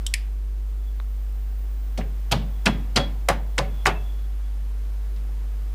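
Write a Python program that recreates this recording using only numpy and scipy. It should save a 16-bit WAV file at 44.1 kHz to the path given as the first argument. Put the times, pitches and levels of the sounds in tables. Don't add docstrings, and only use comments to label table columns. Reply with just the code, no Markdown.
import sys
import numpy as np
from scipy import signal
from scipy.fft import rfft, irfft
from scipy.io import wavfile
from scipy.ndimage import uniform_filter1d

SR = 44100
rng = np.random.default_rng(int(sys.argv[2]) if len(sys.argv) > 2 else 0)


def bounce(signal):
    frames = np.transpose(np.atleast_2d(signal))
    limited = np.clip(frames, -1, 1)
    pcm = np.round(limited * 32767).astype(np.int16)
    wavfile.write(sys.argv[1], SR, pcm)


def invert_db(x):
    u = np.asarray(x, float) / 20
    return 10 ** u


N = 253134
LENGTH = 32768

# first touch t/s, tail level/dB, suspension thump level/dB, thump f/Hz
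BLOWS = [
    (1.9774, -12, -29.5, 146),
    (2.315, -16.5, -19.5, 149),
    (2.657, -19, -18, 177),
    (2.959, -17, -20, 165),
    (3.288, -15, -25.5, 150),
    (3.5794, -17.5, -25.5, 142),
    (3.857, -12.5, -28.5, 167),
]
# level/dB, favoured f/Hz, free time before muting t/s
CASTING_RINGS = [
    (-40, 430, 0.102),
    (-34, 420, .15),
    (-30, 530, 0.2),
    (-28, 630, 0.11),
    (-24, 700, 0.18),
    (-28.5, 680, 0.12),
    (-25, 980, 0.27),
]
# level/dB, loosest spring f/Hz
PAD_SPRINGS = [
    (-50, 2900),
    (-46, 3400),
    (-35, 3340),
    (-27, 3340),
    (-42, 4100),
    (-40, 2320),
    (-30, 2600),
]
# f/Hz, t60/s
MODES = [(420, 0.41), (565, 0.27), (765, 0.29), (880, 0.089), (1160, 0.1), (1450, 0.15), (2320, .2),
         (2635, 0.39), (3340, 0.42), (4000, 0.094)]
# t/s, level/dB, centre f/Hz, fall/ms
SCRAPES = [(1.976, -34.5, 3000, 12.5), (2.315, -27, 3000, 7), (2.318, -22, 5260, 7.3),
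           (2.6587, -21, 4200, 2.2), (2.6613, -15.5, 2550, 6.8), (2.674, -27, 2800, 6.4),
           (2.961, -17, 3000, 11), (2.973, -14.5, 1900, 6.2), (3.299, -29, 2720, 7.2),
           (3.5795, -35, 3000, 2.2), (3.585, -17.5, 1800, 2.2), (3.589, -16.5, 2400, 2.8),
           (3.855, -29, 4000, 5.4), (3.867, -19, 3100, 7)]
# t/s, level/dB, centre f/Hz, width/octaves, fall/ms
CLACKS = [(2.014, -37.5, 1830, 0.53, 5.9), (2.326, -15, 3300, 0.53, 3.8), (2.67, -11.5, 2200, 0.67, 2.5),
          (2.968, -12.5, 4200, 0.22, 1.8), (3.288, -18, 5960, 1.01, 2.3), (3.289, -13, 1300, 1.36, 3),
          (3.5822, -13, 1750, 0.58, 1.2), (3.582, -22, 6870, 0.38, 1.2), (3.8596, -4, 1520, 0.78, 0.98),
          (3.862, -27, 8000, 2.8, 2.2), (3.863, -15.5, 1510, 0.07, 1.4), (3.882, -29, 790, 0.33, 5.1)]
# t/s, level/dB, centre f/Hz, fall/ms
SEATS = [(1.991, -27, 405, 9.2), (2.330, -19.5, 656, 14.8), (2.675, -18.5, 836, 14),
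         (2.978, -20, 678, 17.6), (3.299, -16, 685, 12.2), (3.595, -20, 600, 11.2), (3.875, -18.5, 800, 12),
         (3.878, -22.5, 404, 7.5)]
# f/Hz, t60/s
REVERBERATION = [(250, 0.5), (500, 0.74), (1000, 0.2), (2000, 0.37), (4000, 0.23), (8000, 0.058),
                 (14000, 0.18)]
# t/s, level/dB, tail level/dB
SNAPS = [
    (0.0656, -20.5, -22),
    (.1397, -13.5, -22.5),
    (1.0009, -29, -23),
    (4.396, -57, -20),
    (5.161, -52, -7),
]
# f/Hz, level/dB, width/octaves, fall/ms
SNAP_PARTS = [
    [(5950, 2.5, 0.91, 1.7), (3300, -3.5, 0.15, 3.8), (7800, -7, 0.12, 4), (5600, -13, 0.061, 5)],
    [(2800, 0.5, 0.38, 1.55), (4880, -3, 0.15, 1.8), (8000, -2.5, 0.43, 2.66), (2130, -10, 0.26, 8.3)],
    [(900, 0, 0.83, 0.83), (3800, -13.5, 0.12, 0.98)],
    [(1200, 3, 0.74, 4.1)],
    [(3500, -1.5, 0.57, 11), (202, 2, 0.19, 38)],
]
# loudest t/s, level/dB, swell/s, fade/s (20 dB each)
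GLOVE = [
    (.88, -65, 0.2, .2),
    (2.55, -66, .3, 0.25),
    (3.82, -60.5, 0.16, 0.13),
    (4.1, -60, 0.9, 0.41),
    (4.445, -67, 0.033, .03),
]
# multiple, level/dB
HUM = [(1, -25.5), (3, -57.5), (5, -63.5), (7, -66), (9, -65.5), (11, -72), (15, -70)]
# from t/s, to t/s, swell/s, lift/dB
WHINE_NEAR = (.7, 4.25, .35, 7.9)
# f/Hz, density level/dB per Hz
HISS = [(40, -32), (80, 2), (115, 0), (160, -4.5), (220, -7), (330, -7), (550, -12.5), (1000, -13),
        (2000, -18), (4000, -23), (7500, -26.5), (12000, -27.5), (15250, -25.5), (15400, -46)]
# t/s, effort level/dB
EFFORT = [(0, 2), (.4, -3), (1.5, -1), (2.1, 0.5), (3.0, 2), (3.45, 0), (3.9, 4), (4.3, 0), (5.0, 1),
          (5.74, 1)]

SCRAPE_OCTAVES, SCRAPE_RISE_MS = 1.065, 1.2
CLACK_RISE_SHARE = 1
SEAT_OCTAVES, SEAT_RISE_SHARE = 0.97, 0.87
SPRINGS_FROM_HZ, CASTING_DB_PER_OCTAVE, SPRING_DB_PER_OCTAVE = 2000, 9, 50
MUTED_T60_S, THUMP_T60_S = 0.19, 0.45
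TAIL_STRETCH, STRETCH_PER_DB, USUAL_THUMP_DB = 0.97, 0.04, -20.5
SNAP_RISE_MS = 0.14
GLOVE_HZ, GLOVE_OCTAVES = 3390, 0.04
MAINS_HZ = 50.066
WHINE_LOW_HZ, WHINE_HIGH_HZ, WHINE_LINES, WHINE_OCTAVES = 13040, 15200, 14, 0.005
WHINE_DB, WHINE_DB_PER_KHZ = -79.5, 7
HISS_DB, RUMBLE_HZ, AIR_HZ = -47, 128, 3000.0
RUMBLE_SHARE, AIR_SHARE, HISS_SHARE = 2.02, 1, 0.49
SWAY_DB, SWAY_T60_S = 35, 0.88


def knocks():
    out = np.zeros(N)
    for blow, ring, spring in zip(BLOWS, CASTING_RINGS, PAD_SPRINGS):
        s, tail_db, thump_db, thump_hz = blow
        ring_level, ring_hz, free_s = ring
        start = s - 2 * SCRAPE_RISE_MS / 1000
        direct, pushes = contacts(blow_rows(s), start)
        stretch = TAIL_STRETCH + STRETCH_PER_DB * (thump_db - USUAL_THUMP_DB)
        iron = casting(direct, ring_db(ring_level, ring_hz, *spring), free_s)
        suspension = invert_db(thump_db) * thump(thump_hz, THUMP_T60_S)
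        reverberant = invert_db(tail_db) * tail(pushes, stretch)
        add(out, direct + reverberant + iron + suspension, start)
    return out


def blow_rows(s):
    rows = [(at, db, hz, SCRAPE_OCTAVES, SCRAPE_RISE_MS, ms) for at, db, hz, ms in SCRAPES]
    rows += [(at, db, hz, octaves, CLACK_RISE_SHARE * ms, ms) for at, db, hz, octaves, ms in CLACKS]
    rows += [(at, db, hz, SEAT_OCTAVES, SEAT_RISE_SHARE * ms, ms) for at, db, hz, ms in SEATS]
    return [row for row in rows if -0.01 < row[0] - s < 0.1]


def contacts(rows, start, grit_db=1.5):
    t, out, pushes = start + np.arange(LENGTH) / SR, 0, 0
    for s, db, hz, octaves, rise_ms, fall_ms in rows:
        shape = np.exp(np.minimum((t - s) * 1000 / rise_ms, (s - t) * 1000 / fall_ms))
        shape *= np.clip((t - start) * 1000, 0, 1)
        grit = invert_db(grit_db * np.repeat(rng.standard_normal(LENGTH // 32), 32))
        rough = shape * grit * band(LENGTH, hz, octaves)
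        burst = irfft(rfft(rough) * bell(LENGTH, hz, 2 * octaves))
        push = np.roll(irfft(bell(LENGTH, hz, octaves)), int((s - start) * SR))
        push = push * (t < s + 0.1)
        size = invert_db(db) * np.linalg.norm(shape)
        burst = size * burst / np.linalg.norm(burst)
        push = size * push / np.linalg.norm(push)
        crack = np.exp(-(fall_ms / 2) ** 2)
        out = out + np.sqrt(crack) * push + np.sqrt(1 - crack) * burst
        pushes = pushes + push
    return out, pushes


def casting(x, gains_db, free_s, rough_db=3.2):
    t, out = np.arange(LENGTH) / SR, 0
    for (hz, t60), db in zip(MODES, gains_db):
        mode = np.sin(2 * np.pi * hz * t)
        twin = 0.25 * np.sin(2 * np.pi * 1.007 * hz * t)
        ring = signal.fftconvolve(x, (mode + twin) * fade(t, t60))[:LENGTH]
        out = out + invert_db(db + rough_db * walk(84.0, count=LENGTH)) * ring / np.abs(ring).max()
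    return out * fade(np.maximum(t - free_s, 0), MUTED_T60_S)


def ring_db(casting_db, casting_hz, spring_db, spring_hz):
    hz = np.transpose(MODES)[0]
    iron_db = casting_db - CASTING_DB_PER_OCTAVE * np.abs(np.log2(hz / casting_hz))
    springs_db = spring_db - SPRING_DB_PER_OCTAVE * np.abs(np.log2(hz / spring_hz))
    return np.where(hz < SPRINGS_FROM_HZ, iron_db, springs_db)


def thump(hz, t60):
    t = np.arange(LENGTH) / SR
    swell = 1 - np.exp(-(t / 0.0097) ** 2)
    return band(LENGTH, hz, 0.54) * swell * fade(t, t60)


def tail(x, stretch=1):
    t, answer = np.arange(LENGTH) / SR, 0
    for hz, t60 in REVERBERATION:
        answer = answer + np.sqrt(hz / t60) * band(LENGTH, hz, 0.77) * fade(t, stretch * t60)
    answer *= 1 - np.exp(-t / 0.002)
    return signal.fftconvolve(x, answer / np.sqrt(np.sum(answer ** 2) / 4))[:LENGTH]


def snaps():
    out = np.zeros(N)
    for (s, db, tail_db), parts in zip(SNAPS, SNAP_PARTS):
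        rows = [(s, db + part_db, hz, octaves, SNAP_RISE_MS, ms) for hz, part_db, octaves, ms in parts]
        start = s - 0.003
        direct, pushes = contacts(rows, start)
        add(out, direct + invert_db(tail_db) * tail(pushes), start)
    return out


def glove():
    t, gain = np.arange(N) / SR, 0
    for s, db, swell, fall in GLOVE:
        gain = gain + invert_db(db + 20 * np.minimum((t - s) / swell, (s - t) / fall))
    return gain * invert_db(2 * walk(70)) * band(N, GLOVE_HZ, GLOVE_OCTAVES)


def hum():
    turn, out = 2 * np.pi * MAINS_HZ * np.arange(N) / SR, 0
    for k, db in HUM:
        waver_db = min(k - 1, 2) * 0.8 * walk(5.11)
        out = out + np.sqrt(2) * invert_db(db + waver_db) * np.cos(k * turn)
    return out


def whine():
    t, out = np.arange(N) / SR, 0
    start, end, swell, lift_db = WHINE_NEAR
    near = np.clip(np.minimum(t - start, 3 * (end - t)) / swell + 0.5, 0, 1)
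    lines = np.linspace(WHINE_LOW_HZ, WHINE_HIGH_HZ, num=WHINE_LINES)
    for hz in lines + 40 * rng.standard_normal(WHINE_LINES):
        db = WHINE_DB_PER_KHZ * (hz - WHINE_HIGH_HZ) / 1000
        out = out + invert_db(db + 2.5 * walk(4)) * band(N, hz, WHINE_OCTAVES)
    return invert_db(WHINE_DB + lift_db * near) * out


def hiss():
    hz, db = np.transpose(HISS)
    f, t = np.arange(1, N // 2 + 2) * SR / N, np.arange(N) / SR
    gain = invert_db(np.interp(np.log(f), np.log(hz), db, left=-40))
    low = 1 / (1 + (f / RUMBLE_HZ) ** 4)
    mid = 1 / (1 + (f / AIR_HZ) ** 2)
    effort_db = np.interp(t, *np.transpose(EFFORT))
    sway = 1
    for s, _, thump_db, _ in BLOWS:
        sway = sway + invert_db(SWAY_DB + thump_db) * fade(np.abs(t - s), SWAY_T60_S) * (t > s)
    rumble = low, sway * invert_db(RUMBLE_SHARE * effort_db)
    air = (1 - low) * mid, invert_db(AIR_SHARE * effort_db)
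    preamplifier = 1 - mid, invert_db(HISS_SHARE * effort_db)
    out = 0
    for share, drift in (rumble, air, preamplifier):
        out = out + irfft(rfft(rng.standard_normal(N)) * gain * np.sqrt(share), N) * drift
    return invert_db(HISS_DB) * out / out.std()


def band(count, hz, octaves):
    x = irfft(rfft(rng.standard_normal(count)) * bell(count, hz, octaves), count)
    return x / x.std()


def bell(count, hz, octaves):
    f = np.arange(1, count // 2 + 2) * SR / count
    return np.exp(-0.5 * (np.log2(f / hz) / octaves) ** 2)


def fade(t, t60):
    return np.exp(-np.log(1000) * t / t60)


def walk(rate, count=N):
    k = int(SR / rate)
    held = np.repeat(rng.standard_normal(count // k + 1), k)
    return np.sqrt(2) * uniform_filter1d(uniform_filter1d(held, k), k)[:count]


def add(out, x, s):
    i = int(s * SR)
    x = x[:len(x) * 3 // 4][:len(out) - i]
    out[i:i + len(x)] += x


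def scene():
    dulling = signal.butter(2, 13000.0, fs=SR, output="sos")
    blows = signal.sosfilt(dulling, knocks() + snaps())
    return (blows + glove() + hum() + whine() + hiss())[None]


def top_cut(x):
    return signal.sosfilt(signal.butter(12, 16340, fs=SR, output="sos"), x)


def record(dry):
    top = signal.ellip(8, 0.2, 40, 15700, fs=SR, output="sos")
    rounded = dry / (1 + (dry / 0.85) ** 6) ** (1 / 6)
    return top_cut(signal.sosfilt(top, rounded))


dry = scene()
out = record(dry)
bounce(out)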